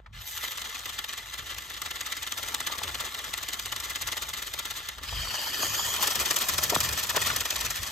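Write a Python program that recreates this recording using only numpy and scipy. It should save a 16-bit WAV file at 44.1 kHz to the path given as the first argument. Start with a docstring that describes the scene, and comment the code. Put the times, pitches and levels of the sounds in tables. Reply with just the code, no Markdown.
"""Two toy remote-control cars shove each other on coarse asphalt in open air, close to a hand-held phone.
Gears whirr as rough noise, coloured by the resonances of the plastic shells, with fuzzy whines on top.
The stalled tyres slip lug by lug about 19 times a second: short bursts of grit, with stones cracking out.
Bumpers and axles knock as sagging tones with puffs of noise, and one hard bump pops into a thud.
A low rumble of air and handling, made of deep noise, swells underneath."""
import sys
import numpy as np
from scipy import signal
from scipy.fft import rfft, irfft, next_fast_len
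from scipy.io import wavfile
from scipy.ndimage import uniform_filter1d, map_coordinates

SR = 44100
rng = np.random.default_rng(int(sys.argv[2]) if len(sys.argv) > 2 else 0)


def to_wav(sig):
    """Store sig (one row per channel, or 1-D mono) as 16-bit WAV at the path in sys.argv[1].

    Samples outside -1..1 are clipped; the rate is SR.
    """
    pcm = np.clip(np.atleast_2d(sig), -1, 1) * 32767
    pcm = np.round(pcm).astype(np.int16)
    wavfile.write(sys.argv[1], SR, pcm.T)  # frames by channels


N = 348831  # length [samples]

# colour of the air noise before it is evened out: (frequency [Hz], level [dB])
AIR_COLOUR = [(12, -48), (25, -27), (38, -10), (55, 2.5), (80, -1.5), (130, -11), (220, -23), (500, -64)]
# the rumble sits higher while the phone is swung round: (time [s], share of pitch)
AIR_PITCH = [(5.4, 0.97), (5.7, 1.25), (7.3, 1.3), (7.5, 1.03)]
# swells of wind and handling: (time of peak [s], level [dB], length between the -5.8 dB points [s])
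BUFFETS = [(0.15, -46, 0.17), (2.95, -49, 0.28), (3.8, -55, 1), (5.177, -41.5, 0.25), (5.766, -50, 0.4),
           (6.21, -46, 0.071), (6.62, -45.5, 0.27), (6.864, -37.5, 0.17), (7.207, -48, 0.46),
           (7.642, -45, 0.26), (7.814, -34, 0.047)]
# blows of bumpers and axles: (time [s], starting level [dB], pitch [Hz], time to fall 60 dB [s])
KNOCKS = [(0.061, -42, 1310, 0.055), (0.062, -44, 1810, 0.045), (.129, -47, 2800, 0.06),
          (.435, -33, 694, 0.02), (.441, -32, 1050, 0.02), (2.538, -31, 920, 0.025),
          (2.698, -32, 875, 0.04), (2.817, -29, 895, 0.03), (5.126, -30, 840, 0.051),
          (5.272, -32, 1100, 0.035), (5.468, -29, 904, 0.044), (5.632, -26, 835, 0.041),
          (5.792, -24.5, 900, 0.037), (5.993, -26, 1000, 0.033), (6.029, -24.5, 1077, 0.072),
          (6.722, -23, 450, 0.03), (6.725, -18, 680, 0.031), (6.732, -18, 640, 0.025),
          (6.737, -27, 790, 0.018), (6.739, -23, 500, 0.027), (7.145, -26, 600, 0.03),
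          (7.149, -20, 950, 0.025), (7.154, -26, 1600, 0.05), (7.163, -22, 1510, 0.037),
          (7.166, -19, 486, 0.043), (7.172, -22, 1000, 0.036), (7.176, -23, 1530, 0.046),
          (7.301, -21, 1490, 0.07)]
# loudness of the gear trains: (time [s], level [dB])
GEAR_LEVEL = [(.135, -43), (.45, -34.5), (1, -38.5), (1.22, -39.5), (1.85, -38.5), (3, -37), (4.5, -39.5),
              (4.8, -37.5), (4.95, -38), (5.2, -32), (5.94, -29.5), (6.1, -31), (6.45, -33), (6.8, -32),
              (7.05, -36), (7.3, -27), (7.4, -33), (7.91, -35.5)]
# tone against the middle band: (time [s], treble [dB], bass [dB])
TONE = [(.11, -15, 13), (.135, -14.5, -8), (.3, 2, -5.5), (.45, -6, -5), (1.5, -6.5, -3.5), (2.3, -4, -3),
        (2.45, -2.5, 1), (3.05, -4.5, 2), (3.4, -4.5, -2.5), (4.4, -2.5, 0), (5, -7.5, -4.5),
        (5.7, -1.5, 0.5), (6.45, 1, 3), (7.3, -3, -1), (7.91, -3.5, -2.5)]
# narrow gear whines: (start [s], end [s], pitch [Hz], width [Hz], level against the gears [dB])
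WHINES = [(0.19, 0.55, 11900, 2200, -10), (5.03, 5.9, 4700, 380, -10), (5.02, 6.4, 3080, 220, -9.5),
          (5.6, 5.95, 6600, 360, -8.5), (5.399, 5.95, 12000, 600, -13.5)]
# whine pitch as the cars take up the load and gather speed: (time [s], share of pitch)
WHINE_SPEED = [(5.1, 1.045), (5.3, 0.97), (5.45, 0.99), (5.85, 1.026)]
# resonances of the plastic shells heard from the side: (frequency [Hz], width [Hz], level [dB])
SHELL_SIDE = [(866, 56, 8), (1170, 226, 9), (1373, 100, 12), (1694, 220, 10.5), (2024, 170, 13),
              (2372, 39, 9), (2723, 110, 6.5), (3060, 500, 8.5), (3610, 790, 10), (4100, 490, 4),
              (4700, 56, 7), (6000, 115, 5.5), (6490, 440, 3)]
# the same heard from the front: (frequency [Hz], width [Hz], level [dB])
SHELL_FRONT = [(618, 100, 2.6), (1050, 340, 4.7), (1360, 370, 7.2), (1793, 240, 9.6), (2480, 260, 6.8),
               (3250, 810, 6.5), (4470, 1200, 2.9), (5540, 1500, 1.8), (6230, 260, 1.9)]
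# the cars swing round to face the microphone: (time [s], share of the front)
SWING = [(4.95, 0.25), (5.2, 0.81)]
# broad colour of the shells under their resonances: (frequency [Hz], level [dB])
SHELL_COLOUR = [(100, -18.5), (300, -11.5), (2300, -12), (5100, -11), (7000, -8), (10000, -9.5),
                (13000, -12), (16000, -12)]
# tyre lugs slipping: (time of peak [s], level [dB], length between the -6.1 dB points [ms])
SLIPS = [(0.378, -34.5, 26), (0.44, -29.0, 36), (0.482, -26.5, 9.6), (0.519, -30.5, 17), (0.578, -28, 15),
         (0.619, -29, 14), (0.651, -31.5, 25), (0.699, -33, 21), (0.753, -29, 22), (0.795, -33.5, 14),
         (0.86, -28, 12), (0.897, -28.5, 18), (0.944, -35.5, 44), (0.99, -27, 21), (1.045, -27.5, 11),
         (1.092, -30.5, 28), (1.134, -31, 26), (1.181, -32.5, 32), (1.338, -31, 24), (1.388, -30.5, 31),
         (1.469, -35.5, 33), (1.508, -31, 38), (1.547, -32, 10), (1.585, -30.5, 16), (1.625, -35, 11),
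         (1.702, -32, 14), (1.741, -32.5, 21), (1.774, -33.5, 22), (1.82, -26, 12), (1.862, -30, 26),
         (1.911, -26.5, 15), (1.961, -29, 21), (2.011, -26, 13.5), (2.068, -30, 32), (2.124, -26, 18),
         (2.173, -30, 25), (2.23, -28.5, 19), (2.273, -28.5, 20), (2.323, -27, 15), (2.382, -29.5, 27),
         (2.433, -27, 16), (2.486, -29, 21), (2.547, -25, 14), (2.607, -25, 13), (2.672, -25, 18),
         (2.724, -29, 27), (2.787, -29, 20), (2.838, -26, 19), (2.885, -29.5, 27), (2.949, -26.5, 15),
         (3.007, -26.5, 23), (3.058, -30.5, 35), (3.147, -29.5, 13), (3.192, -28.5, 14), (3.246, -30.5, 16),
         (3.339, -25.5, 14), (3.381, -30.5, 26), (3.433, -27.5, 19), (3.488, -27, 15), (3.537, -26.5, 21),
         (3.597, -25, 12), (3.661, -27, 17), (3.725, -24.5, 16), (3.765, -28.5, 15.4), (3.805, -30, 14),
         (3.847, -31, 46), (3.905, -28.5, 26), (3.96, -27.5, 21), (4.02, -27.5, 27), (4.079, -27.5, 29),
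         (4.125, -27.5, 23), (4.174, -27, 21), (4.226, -29, 30), (4.293, -31.5, 27), (4.34, -30, 23),
         (4.382, -33.5, 45), (4.427, -31.5, 20), (4.473, -31, 22), (4.539, -26.5, 15), (4.595, -25, 16),
         (4.657, -28.5, 22), (4.709, -27.5, 21), (4.776, -32.5, 59), (4.89, -27, 16), (4.986, -36, 13),
         (5.036, -31.5, 15), (5.941, -26.5, 11), (6.031, -24.5, 40), (6.076, -22, 15), (6.11, -26.5, 24),
         (6.158, -25, 19), (6.205, -26, 38), (6.261, -22, 18), (6.31, -20.5, 17), (6.368, -22.5, 19),
         (6.419, -25.5, 35), (6.494, -23, 21), (6.542, -28.5, 19), (6.585, -21, 12), (6.64, -24.5, 27),
         (6.701, -23, 16), (6.752, -22.5, 20), (6.81, -24, 12), (6.847, -28, 47), (6.892, -25, 13),
         (6.933, -26, 20), (6.988, -26, 52), (7.038, -26.5, 32), (7.1, -21.5, 22), (7.166, -21.5, 24),
         (7.22, -23, 17), (7.271, -23.0, 31), (7.365, -24.5, 16), (7.41, -22, 17), (7.458, -25, 17),
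         (7.508, -23, 13.5), (7.563, -22, 16), (7.612, -25, 22), (7.658, -25, 31), (7.708, -25.5, 19),
         (7.765, -30, 53), (7.834, -28, 21), (7.875, -31, 37)]
# single stones cracking out from under a lug: (time [s], level [dB], before a fixed 2.5 dB cut)
STONES = [(3.485, -17), (4.589, -22), (4.8873, -18.5), (6.3617, -10), (6.3858, -14), (6.4852, -11.5),
          (6.5816, -17), (6.634, -11), (6.6997, -17), (6.8038, -9.5), (7.0688, -19), (7.6056, -24)]
# microphone pair: (frequency [Hz], likeness [0-1], left minus right [dB], left lead [rad], less below 600 Hz)
PORTS = [(60, .95, .1, 0), (150, .88, 1, .3), (600, .92, 2, .3), (1250, .8, 6, .4), (1550, .35, 1, 3),
         (1800, .93, 0, 6.3), (2600, .75, 0, 6.5), (3300, .8, -.5, 7.4), (4100, .55, 4, 7.5),
         (4700, .7, 4, 5.9), (5500, .45, 5, 5.5), (6300, .8, 3, 6.3), (7500, .85, 0, 6),
         (8500, .72, 0, 4.7), (9250, .96, 0, 3.3), (10600, .98, 0, 3), (11300, .72, 0, 1.9),
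         (11900, .9, 0, .2), (13700, .98, 0, -.1), (14400, .65, 0, -1.5), (15000, .85, 0, -2.9),
         (15900, .97, 0, -3.15)]

AIR_DB = -55  # steady rumble of air, before its random lumps
START_S, BITE_S, IDLE_DB = 0.12, 0.017, -25.5  # motors switch on, how fast gears bite, change before that
# the drive turns round: the gears slow, run slack and catch again
REVERSE_S, SLOW_S, CATCH_S, SLACK_DB = 5.014, 0.07, 0.016, -10
SLACK_BASS = 1  # share of the slack that the bass does not follow
WAVER, WAVER_HZ = .012, 25  # random wander of the whines: share of pitch, changes a second
SAG, SAG_HZ = 0.046, 23.98  # the whines slide down and jump back: share of pitch, slides a second before drift
RISE_SHARE = 0.43  # part of a slip's length spent loading up
RISE_EDGE, FALL_EDGE = 3.2, 1.9  # squareness of a slip's start and end
BOOM_LAG_S = 0.0033  # the shell's low modes build up later than the scrape that drives them
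STONE_T60_S = 0.026  # time for a stone's crack to fall 60 dB
POP_S, POP_HZ, POP_END_HZ, POP_SAG_S = 6.762, 1810, 105, 0.00295  # time, first and last pitch, speed of fall
POP_DB, POP_T60_S, THUD_DB, THUD_T60_S = -9, 0.011, -25, 0.1  # starting levels and times to fall 60 dB
TOP_HZ = 15800  # nothing is kept from here up


def amp(db):
    """Decibels to amplitude."""
    return 10 ** (np.asarray(db) / 20)


def unit(x):
    """x scaled to an average (RMS) strength of 1."""
    return x / np.sqrt(np.mean(x ** 2) + 1e-20)


def along(points, hz, count=1):
    """Column of a frequency table, read on a log axis."""
    columns = np.transpose(points)
    return np.interp(np.log(hz + 1), np.log(columns[0] + 1), columns[count])


def curves(rows):
    """One value per sample for each column after the time."""
    s, *columns = np.transpose(rows)
    return [np.interp(np.arange(N) / SR, s, column) for column in columns]


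def wobble(rate):
    """A smooth random curve with rate knots a second."""
    knots = rng.standard_normal(int(N * rate / SR) + 4)
    return map_coordinates(knots, [np.arange(N) * rate / SR])


def filtered(x, response):
    """x with each frequency scaled and shifted by a complex response."""
    m = next_fast_len(N + 8192)
    return irfft(rfft(x, m) * response(np.fft.rfftfreq(m, 1 / SR)), m)[..., :N]


def split(x, hz):
    """Low and high part of x."""
    low = filtered(x, lambda f: 1 / (1 + (f / hz) ** 4))
    return low, x - low


def air():
    """Moving air and handling give a low lumpy rumble that swells with each buffet."""
    noise = filtered(rng.standard_normal((2, N)), lambda f: amp(along(AIR_COLOUR, f)))
    strength = np.sqrt(np.abs(uniform_filter1d(unit(noise) ** 2, size=SR // 25)))
    noise = noise / (.2 + strength)  # evened out, so that the swells set the size
    low = split(noise, 260)[0]
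    read = np.cumsum(curves(AIR_PITCH)[0])  # reading faster raises the pitch
    rumble = np.array([np.interp(read, np.arange(N), row, period=N) for row in low])
    t = np.arange(0, N / SR, .005)
    power = amp(AIR_DB) ** 2
    for s, db, length in BUFFETS:
        power = power + amp(db - 5.8 * np.abs(2 * (t - s) / length) ** 3) ** 2
    swell = curves(np.c_[t, np.sqrt(power)])[0]
    return swell * amp(2.6 * wobble(14)) * unit(rumble)


def knocks():
    """A hollow blow: a sagging tone with a puff of noise around its pitch."""
    out, t = np.zeros((2, N + SR)), np.arange(SR // 10) / SR
    for s, db, hz, t60 in KNOCKS:
        # the pitch sags from 1.14 to 0.7 times the table's
        tone = np.sin(2 * np.pi * hz * (.7 * t + 0.302 * 0.0121 * (1 - np.exp(-t / 0.0083))))
        band = signal.iirpeak(hz, 0.9, SR)
        puff = signal.lfilter(*band, rng.standard_normal((2, len(t))))
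        puff = signal.lfilter(*band, puff)
        size = amp(db - 60 * t / t60) * (1 - np.exp(-t / 0.00062))
        out[:, round(s * SR):][:, :len(t)] += size * (0.7 * tone + 0.67 * unit(puff))
    return out[:, :N]


def mode(f, hz, width):
    """A resonance of given pitch and width, with peak gain 1."""
    return 1j * f * width / (hz * hz - f * f + 1j * f * width)


def shell(x):
    """The plastic shells colour x broadly, boost it at their resonances, and turn towards the microphone."""
    def coloured(modes):
        def response(f):
            power = sum(np.abs(amp(db) * mode(f, hz, width) ** 2) ** 2 for hz, width, db in modes)
            return amp(along(SHELL_COLOUR, f)) * np.sqrt(1 + power)
        return unit(filtered(x, response))
    front = np.clip(curves(SWING)[0], 0, 1)
    return (1 - front) * coloured(SHELL_SIDE) + front * coloured(SHELL_FRONT)


def gritty(rate, spread_db, click_hz, clicks):
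    """Noise of randomly varying strength, with a dense rattle of single hard contacts on top."""
    hits = (rng.random(N) < click_hz / SR) * rng.standard_normal((2, N))
    grains = rng.standard_normal((2, N)) + clicks * unit(hits)
    return unit(amp(spread_db * wobble(rate)) * grains)


def patchy(x, patchy_db):
    """Random patches of gain over time and frequency."""
    z = signal.stft(x, nperseg=512)[2]
    field = uniform_filter1d(rng.standard_normal(z.shape[1:]), size=3, axis=0)
    field = uniform_filter1d(field, size=4, axis=1)
    return signal.istft(z * amp(patchy_db * unit(field)), nperseg=512)[1][:, :N]


def toned(x, treble_db, bass_db):
    """x with moving gains on its top and bottom bands."""
    rest, high = split(x, 4220)
    low, mid = split(rest, 1430)
    return amp(bass_db) * low + mid + amp(treble_db) * high


def drive():
    """Level, treble and bass of the drive in dB, with switch-on and the slack at the reversal."""
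    t = np.arange(N) / SR
    idle_db = IDLE_DB * np.clip((START_S + BITE_S - t) / BITE_S, 0, 1)
    slack_time = np.where(t < REVERSE_S, SLOW_S, CATCH_S)
    slack_db = SLACK_DB * np.exp(-((t - REVERSE_S) / slack_time) ** 2)
    treble_db, bass_db = curves(TONE)
    level_db = curves(GEAR_LEVEL)[0] + idle_db + slack_db
    return level_db, treble_db, bass_db - SLACK_BASS * slack_db


def gears():
    """Rough tooth contacts excite the shells, and the level flutters at random."""
    level_db, treble_db, bass_db = drive()
    teeth = shell(patchy(gritty(900, 1.4, click_hz=1494, clicks=0.83), patchy_db=3.0))
    return amp(level_db + 1.33 * wobble(70)) * (toned(teeth, treble_db, bass_db) + whines())


def whines():
    """Each whine is a tone smeared by slow noise into a fuzzy band that flutters."""
    out, flutter_db = np.zeros((2, N)), 1.5 * wobble(50)
    slides = SAG_HZ * np.cumsum(amp(2.5 * wobble(9))) / SR  # the slides come a little unevenly
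    speed = curves(WHINE_SPEED)[0] + WAVER * wobble(WAVER_HZ)
    speed = speed - SAG * signal.sawtooth(2 * np.pi * slides)
    for start, end, hz, width, db in WHINES:
        at = slice(round(start * SR), round(end * SR))
        n = at.stop - at.start
        slow = signal.butter(2, width / SR)
        smear = unit(signal.lfilter(*slow, rng.standard_normal((2, 2, n))))
        turn = 2 * np.pi * hz * np.cumsum(speed[at]) / SR
        fuzzy = smear[0] * np.cos(turn) + smear[1] * np.sin(turn)
        out[:, at] += amp(db + flutter_db[at]) * signal.windows.tukey(n, .16) * fuzzy
    return out


def slips():
    """Power of the body and the hiss as each lug loads up and lets go."""
    body, hiss = np.zeros(N + SR), np.zeros(N + SR)
    half = 2600  # samples kept on each side of a peak
    t_ms = np.arange(-half, half) / SR * 1000
    for (s, db, length), bright in zip(SLIPS, rng.standard_normal(len(SLIPS))):
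        rise, fall = RISE_SHARE * length, (1 - RISE_SHARE) * length
        loading, letting_go = np.abs(t_ms / rise) ** RISE_EDGE, np.abs(t_ms / fall) ** FALL_EDGE
        shape_db = -6.1 * np.where(t_ms < 0, loading, letting_go)
        at = slice(round(s * SR) - half, round(s * SR) + half)
        body[at] += amp(db + shape_db) ** 2
        hiss[at] += amp(db + 2.5 + 4.8 * shape_db + 1.15 * bright) ** 2  # shorter than the body
    return body[:N], hiss[:N]


def stones():
    """Power of single stones cracking out: a quick start and a short decay."""
    starts = [round(s * SR) for s, db in STONES]
    hits = np.bincount(starts, [amp(db - 2.5) ** 2 for s, db in STONES], N)
    n = np.arange(SR // 20)
    decay = amp(-60 * n / SR / STONE_T60_S) ** 2 * np.tanh(n / 40)
    return np.abs(signal.fftconvolve(hits, decay)[:N])


def tyres():
    """Slipping lugs and cracking stones send short bursts of grit through the shells."""
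    level_db, treble_db, bass_db = drive()
    body, hiss = slips()
    cracks = stones()
    grit = shell(patchy(gritty(800, 2.2, click_hz=3000, clicks=.45), patchy_db=1.52))
    facing_db = 0.45 * curves(SWING)[0]  # the treads hiss more once they face the microphone
    low, high = split(toned(grit, treble_db + facing_db, bass_db - 3.5), 5550)
    boom, scrape = split(low, 2440)
    snaps = amp(2.3 * np.tanh(wobble(260)))  # quick random flicker inside each hiss
    late = np.roll(body, round(BOOM_LAG_S * SR))
    out = np.sqrt(late) * boom
    out = out + np.sqrt(body + 0.15 * cracks) * scrape
    return out + np.sqrt(hiss * snaps ** 2 + cracks) * high


def pop():
    """A hard bump: one tone falls steeply, loud and brief at the top, soft and longer at the bottom."""
    out, t = np.zeros(N), np.arange(SR // 10) / SR
    turns = POP_END_HZ * t + (POP_HZ - POP_END_HZ) * POP_SAG_S * (1 - np.exp(-t / POP_SAG_S))
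    size = amp(POP_DB - 60 * t / POP_T60_S) + amp(THUD_DB - 60 * t / THUD_T60_S)
    size = size * (1 - np.exp(-t / 0.00038))  # soft start
    out[round(POP_S * SR):][:len(t)] = size * np.sin(2 * np.pi * turns)
    return out * [[1], [.5]]


def scene():
    """Row 0 is the sound both ports share, row 1 the scattered part that reaches only the right port."""
    return air() + knocks() + gears() + tyres() + pop()


def record(dry):
    """Sharp peaks are softly rounded, and two microphone ports differ in level and phase."""
    def ports(f):
        alike = np.clip(along(PORTS, f), 0, 1)
        pan = amp(along(PORTS, f, count=2) / 2)  # half the difference on each side
        lead = np.exp(.5j * along(PORTS, f, count=3) * np.clip(f / 600, 0, 1))
        gains = np.array([pan * lead, alike / (pan * lead), np.sqrt(1 - alike ** 2) / pan])
        return gains * (f < TOP_HZ)
    rounded = dry / (1 + np.abs(dry / .4) ** 3) ** (1 / 3)  # never beyond 0.4
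    left, shared, own = filtered(rounded[[0, 0, 1]], ports)
    return np.array([left, shared + own])


dry = scene()
out = record(dry)
to_wav(out)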